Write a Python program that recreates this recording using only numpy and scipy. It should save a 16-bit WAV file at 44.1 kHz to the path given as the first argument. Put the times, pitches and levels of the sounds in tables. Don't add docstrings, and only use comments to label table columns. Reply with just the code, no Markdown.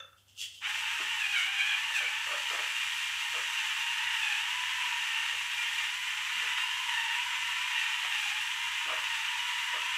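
import sys
import numpy as np
from scipy import signal
from scipy.fft import rfft, irfft, next_fast_len
from scipy.io import wavfile
from scipy.ndimage import map_coordinates

SR = 44100
rng = np.random.default_rng(int(sys.argv[2]) if len(sys.argv) > 2 else 0)


def put_to_file(sound):
    columns = np.atleast_2d(sound).T
    safe = np.clip(columns, -1, 1)
    whole_steps = np.round(safe * 32767)
    wavfile.write(sys.argv[1], SR, whole_steps.astype(np.int16))


N = 439677
START = 0.6076


def amp(db):
    return 10 ** (np.asarray(db) / 20)


def unit(x):
    return x / np.sqrt(np.mean(np.abs(x) ** 2) + 1e-20)


def along(points, hz):
    f, v = np.transpose(points)
    return np.interp(np.log(hz + 1), np.log(f + 1), v)


def curve(rows):
    return np.interp(np.arange(N) / SR, *np.transpose(rows))


def wobble(rate):
    knots = rng.standard_normal(12000)
    return map_coordinates(knots, [np.arange(N) * rate / SR], mode="wrap")


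def filtered(x, response):
    m = next_fast_len(len(x) + SR // 4)
    spectrum = rfft(x, m) * response(np.fft.rfftfreq(m, 1 / SR))
    return irfft(spectrum, m)[:len(x)]


def coloured(x, spectrum):
    return unit(filtered(x, lambda f: amp(along(spectrum, f))))


def resonance(f, hz, width):
    return 1j * f * width / (hz * hz - f * f + 1j * f * width)


def grains(rate, spread_db):
    struck = rng.random(N) < rate / SR
    size = rng.standard_normal(N) * amp(spread_db * rng.standard_normal(N))
    return unit(struck * size)


def swell(centre, half):
    return np.exp(-((np.arange(N) / SR - centre) / half) ** 2)


def running(rise):
    return np.clip((np.arange(N) / SR - START) / rise, 0, 1)


def kitchen(x, wet_db, count=3):
    # (frequency [Hz], time to fall by 60 dB [s])
    decay_times = [(200, 0.31), (2000, 0.41), (12000, 0.21)]
    hz, t, z = signal.stft(rng.standard_normal((count, SR // 3)), SR, nperseg=256)
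    decay = amp(-60 * t / along(decay_times, hz)[:, None])
    tails = signal.istft(z * decay, SR, nperseg=256)[1]
    late = np.pad(x, (SR // 300, 0))[:N]
    place = 2 * np.pi * (np.arange(N) / SR / 1.3 + rng.random())
    echo = np.zeros(N)
    for k, tail in enumerate(tails):
        weight = np.cos(place / 2 + np.pi * k / count) * np.sqrt(2 / count)
        echo += signal.oaconvolve(late * weight, tail / np.linalg.norm(tail))[:N]
    return (x + amp(wet_db) * echo) / np.hypot(1, amp(wet_db))


def load():
    # (time of hardest bite [s], half-length [s], braking before the lag [Hz],
    # tooth slap [dB], change of the crunch [dB])
    corns = [(1.229, .035, 149.6, -29.5, 1), (1.379, .085, 220, -30.5, 2.5),
             (1.519, 0.058, 129.8, -34.5, -2.5), (1.609, 0.046, 130, -28, 1.5),
             (1.719, 0.056, 150.4, -30, 0.5), (1.97, 0.037, 150.2, -30, 6), (2.04, .06, 165.4, -34.5, 0.5),
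             (3.681, 0.16, 75, -43, 0.5), (4.081, 0.059, 29.8, -36, -0.5), (4.28, .12, 159.5, -34, 1.5),
             (5.098, 0.19, 69.9, -40.5, .3), (5.78, 0.068, 50, -37.5, 1.5), (6.469, 0.097, 50, -42, 0.5),
             (6.939, .06, 95, -31.5, 1), (7.069, 0.097, 90, -37, -0.5), (7.8, .1, 80, -36.5, 1),
             (8.24, 0.15, 190, -39.5, 2), (9.16, 0.081, 115, -37, 1), (9.36, 0.093, 49.97, -45, 0),
             (9.56, 0.071, 40.03, -36, .3), (9.72, .06, 60, -34, -0.5)]
    inertia_s = .035
    slap_idle_db = -44
    jolt_db, jolt_s = -36, .05
    brake, crunch_db = np.zeros(N), np.zeros(N)
    slap_power = amp(slap_idle_db) ** 2 + amp(jolt_db) ** 2 * swell(START + jolt_s, jolt_s / 2)
    for s, half, slowing, slap_db, extra_db in corns:
        bite = swell(s, half)
        brake += slowing * bite
        slap_power += (amp(slap_db) * bite) ** 2
        crunch_db += extra_db * bite
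    keep = np.exp(-1 / (inertia_s * SR))
    slowing = signal.lfilter([1 - keep], [1, -keep], brake)
    return slowing, np.sqrt(slap_power), crunch_db


def motor(slowing):
    # (time [s], tooth-mesh rate [Hz])
    free_speed = [(.8, 923.4), (3, 942), (4.7, 999.5), (5.6, 953.6), (6.25, 1035), (8, 995.4), (9.97, 1022)]
    spin_up_s, spin_up_hz = .06, 400.3
    since = np.maximum(np.arange(N) / SR - START, 0)
    return curve(free_speed) - spin_up_hz * np.exp(-since / spin_up_s) - slowing


def gear_tone(phase, rough, flutter_rate):
    flutter = 1 + rough * (wobble(flutter_rate) + 1j * wobble(flutter_rate))
    return unit(np.real(flutter * np.exp(1j * phase)))


def gears(phase, slowing, slap_gain, count=16):
    # (time [s], level [dB])
    whir_level = [(.8, -50.5), (2.4, -45.5), (3, -55), (4.1, -44.5), (4.9, -44), (5.9, -52.5), (6.8, -41.5),
                  (8, -46), (9.97, -44)]
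    # (frequency [Hz], gain [dB])
    radiation = [(650, -33), (780, -6.5), (830, -4.5), (970, 0), (1050, -5), (1150, -35)]
    # (frequency [Hz], relative gain [dB])
    slap_colour = [(1000, 10), (1550, -8.5), (1800, -1), (2050, 1), (2420, 2), (2700, 2), (2950, -1),
                   (3250, -5.5), (3700, -11.5), (5000, -31)]
    loss_db_per_hz = 0.01
    shaft = phase / count
    whir = gear_tone(phase, rough=.6, flutter_rate=80)
    whir += amp(-3.5) * gear_tone(phase - shaft, rough=1.1, flutter_rate=110)
    whir += amp(-9.5) * gear_tone(phase + shaft, rough=0.59, flutter_rate=110)
    whir = unit(whir) * amp(curve(whir_level) - loss_db_per_hz * slowing)
    whir = filtered(whir, lambda f: amp(along(radiation, f)))
    slap = sum(gear_tone(k * phase, rough=1.8, flutter_rate=240) for k in range(2, 6))
    catching = amp(2 * np.sin(shaft / 3) + 2 * wobble(55))
    slap = coloured(slap * catching, slap_colour) * slap_gain
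    return kitchen((whir + slap) * running(rise=0.05), wet_db=-5.5)


def shell(x):
    # (frequency [Hz], width [Hz], gain of the mode alone over the broad colour [dB])
    modes = [(1776, 18, 4), (1831, 45, 3), (2132, 27, 3), (2396, 22, 8), (2480, 35, 4), (2649, 18, 7),
             (2785, 18, 10), (2835, 27, 6), (2969, 30, 5), (3093, 27, 4), (3227, 40, 4)]

    def response(f):
        gain = 1
        for hz, width, db in modes:
            gain = gain * (1 + (amp(db) - 1) * resonance(f, hz, width))
        return gain
    return filtered(x, response)


def rattle(phase, slowing, slap_gain):
    # (frequency [Hz], relative density [dB per Hz])
    housing = [(450, -57), (770, -31), (835, -10.5), (970, -10), (1100, -8.5), (1650, -4.5), (1820, -2.5),
               (2150, -3), (2850, -1), (3250, -4.5), (3700, -8.5), (4300, -22.5), (6000, -19), (15000, -47)]
    # (time [s], level [dB])
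    rattle_level = [(.7, -34.5), (1.7, -34.5), (2.2, -34.5), (3.4, -34.5), (4.2, -33.5), (5.2, -34),
                    (5.45, -35), (5.78, -33.5), (5.98, -36.5), (6.25, -34), (7.3, -34), (7.6, -33.5),
                    (8.3, -34), (8.55, -35), (8.85, -34), (9.97, -34)]
    growth_db_per_hz = 0.0052
    surge = amp(.7 * np.sin(phase / 52) + .5 * np.sin(phase / 108) + .8 * wobble(60))
    ticks = grains(rate=11000, spread_db=1.2) * (1 + np.cos(phase) / 2)
    ticks = shell(kitchen(ticks * surge, wet_db=-4.5))
    level = amp(curve(rattle_level) + growth_db_per_hz * slowing)
    share = 1 / np.hypot(1, slap_gain / (amp(8.5) * level))
    return coloured(ticks, housing) * level * share * running(rise=0.036)


def burrs(phase, extra_db):
    # (frequency [Hz], relative density [dB per Hz])
    crunch = [(800, -68), (2500, 4.5), (4200, -1), (5400, -4), (5900, 0.5), (6600, -2.5), (7800, -.5),
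              (8800, -9), (11300, -10.5), (13000, -16), (15600, -16.5)]
    # (time [s], level [dB])
    crumbling = [(.7, -44), (2.1, -45), (2.5, -43), (3.6, -43), (4.1, -44), (9.97, -44.5)]
    bite = amp(.3 * np.sin(phase / 52) + .35 * np.sin(phase / 108) + .3 * wobble(25))
    cracks = kitchen(grains(rate=18000, spread_db=1.5) * bite, wet_db=-4)
    return coloured(cracks, crunch) * amp(curve(crumbling) + extra_db) * running(rise=0.096)


def groan(slowing):
    mode_hz, width_hz = 758, 110
    level_db, at_hz = -66, 156
    ring = filtered(rng.standard_normal(N), lambda f: resonance(f, mode_hz, width_hz) ** 2)
    return unit(ring) * amp(level_db) * slowing / at_hz


def peppercorns():
    # (frequency [Hz], relative density [dB per Hz])
    slide_colour = [(900, -54), (1500, -38), (1900, -36), (2450, -17), (2750, -4), (3250, -1.5),
                    (3900, -15), (5000, -12.5), (6200, -12.5), (8000, -15), (10000, -24), (15500, -30)]
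    # (time of the peak [s], level [dB], rise half-length [s], fall time constant [s])
    rushes = [(.18, -64, .01, 0.038), (.29, -61, 0.016, .06), (.42, -36, 0.034, 0.036),
              (.56, -53.5, .04, 0.088)]
    landing_s, half_s, landing_hz, landing_db = 0.435, 0.02, 2150, -53
    t = np.arange(N) / SR
    flow = np.zeros(N)
    for s, db, rise, fall in rushes:
        flow += amp(db) * np.where(t < s, swell(s, rise), np.exp(-np.abs(t - s) / fall))
    slide = coloured(grains(rate=14000, spread_db=2.5), slide_colour) * flow
    patter = grains(rate=3000, spread_db=3.0)
    patter = unit(filtered(patter, lambda f: resonance(f, landing_hz, 0.4 * landing_hz) ** 2))
    landing = patter * amp(landing_db) * swell(landing_s, half_s)
    return kitchen(slide + landing, wet_db=-3)


def stirring():
    # (time [s], hold [s], squelch level before the envelope [dB], starting hollow pitch [Hz])
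    strokes = [(.763, .015, -62, 710), (0.99, 0.017, -51, 375), (1.897, .025, -61, 636),
               (2.002, 0.04, -54.5, 580), (2.263, .03, -53, 611), (2.304, 0.048, -48.5, 590),
               (2.507, .045, -48.5, 540), (2.574, .03, -49.5, 559.7), (3.335, .06, -53, 569),
               (4.271, .04, -70, 690), (4.855, 0.021, -68, 403.8), (5.324, .03, -64, 571),
               (5.626, 0.021, -64, 419), (6.351, .02, -64, 212.1), (6.417, .04, -60, 465),
               (8.034, .02, -53.5, 696), (8.851, .04, -58.5, 350), (8.878, 0.062, -49.5, 615),
               (9.734, 0.039, -50.5, 550)]
    # (frequency [Hz], width of one pass [Hz], relative level [dB])
    bowl_modes = [(473, 150, -21), (647, 150, -7), (1226, 279, 0.5)]
    attack_s, t60_s = 0.0023, 0.1
    hollow_width, rub_db = 0.41, 6.5
    out, t = np.zeros(N + SR), np.arange(SR // 3) / SR
    bowl = lambda f: sum(amp(level) * resonance(f, mode, width) ** 2 for mode, width, level in bowl_modes)
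    for s, length, db, hz in strokes:
        push = (1 - np.exp(-t / attack_s)) * amp(-60 * np.maximum(t - length, 0) / t60_s)
        rub = unit(filtered(rng.standard_normal(len(t)), bowl))
        squelch = filtered(rng.standard_normal(len(t)), lambda f: resonance(f, hz, hollow_width * hz) ** 2)
        squelch = unit(np.interp(t - 0.75 * t ** 2, t, squelch))
        out[round(s * SR):][:len(t)] += amp(db) * push * (squelch + amp(rub_db) * rub)
    return kitchen(out[:N], wet_db=-3.5)


def handling():
    # (time [s], level [dB])
    knocks = [(.001, -56), (0.044, -67), (.078, -74.5), (.128, -72), (.165, -90), (.37, -85), (.612, -79)]
    # (frequency [Hz], width of one pass [Hz], relative level [dB])
    case_modes = [(540, 110, -10), (1353, 170, 6), (1720, 220, -8), (2700, 150, -6), (3500, 110, 0),
                  (6200, 400, -18.5)]
    out, t = np.zeros(N + SR), np.arange(SR // 3) / SR
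    case = lambda f: sum(amp(level) * resonance(f, hz, width) ** 2 for hz, width, level in case_modes)
    for s, db in knocks:
        scuff = rng.standard_normal(len(t)) * amp(-60 * t / 0.021)
        out[round(s * SR):][:len(t)] += amp(db) * unit(filtered(scuff, case))
    return kitchen(out[:N], wet_db=-2)


def background():
    # (frequency [Hz], relative density [dB per Hz])
    air = [(25, -17), (50, -12), (72, 2), (90, 1), (120, -8), (200, -9.5), (260, -14.5), (500, -14.5),
           (1500, -17), (4000, -20), (15000, -21.5)]
    hum = gear_tone(2 * np.pi * 97 * np.arange(N) / SR, rough=0.14, flutter_rate=6)
    return amp(-74) * hum + amp(-69.5) * coloured(rng.standard_normal(N), air)


def scene():
    slowing, slap_gain, crunch_db = load()
    mesh_hz = motor(slowing) * (1 + .008 * wobble(25))
    phase = 2 * np.pi * np.cumsum(mesh_hz) / SR
    mill = gears(phase, slowing, slap_gain) + rattle(phase, slowing, slap_gain)
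    mill += burrs(phase, crunch_db) + groan(slowing)
    mono = mill + peppercorns() + stirring() + handling() + background()
    return np.array([mono, mono])


def record(dry):
    return np.array([filtered(channel, lambda f: f < 15600) for channel in dry])


dry = scene()
out = record(dry)
put_to_file(out)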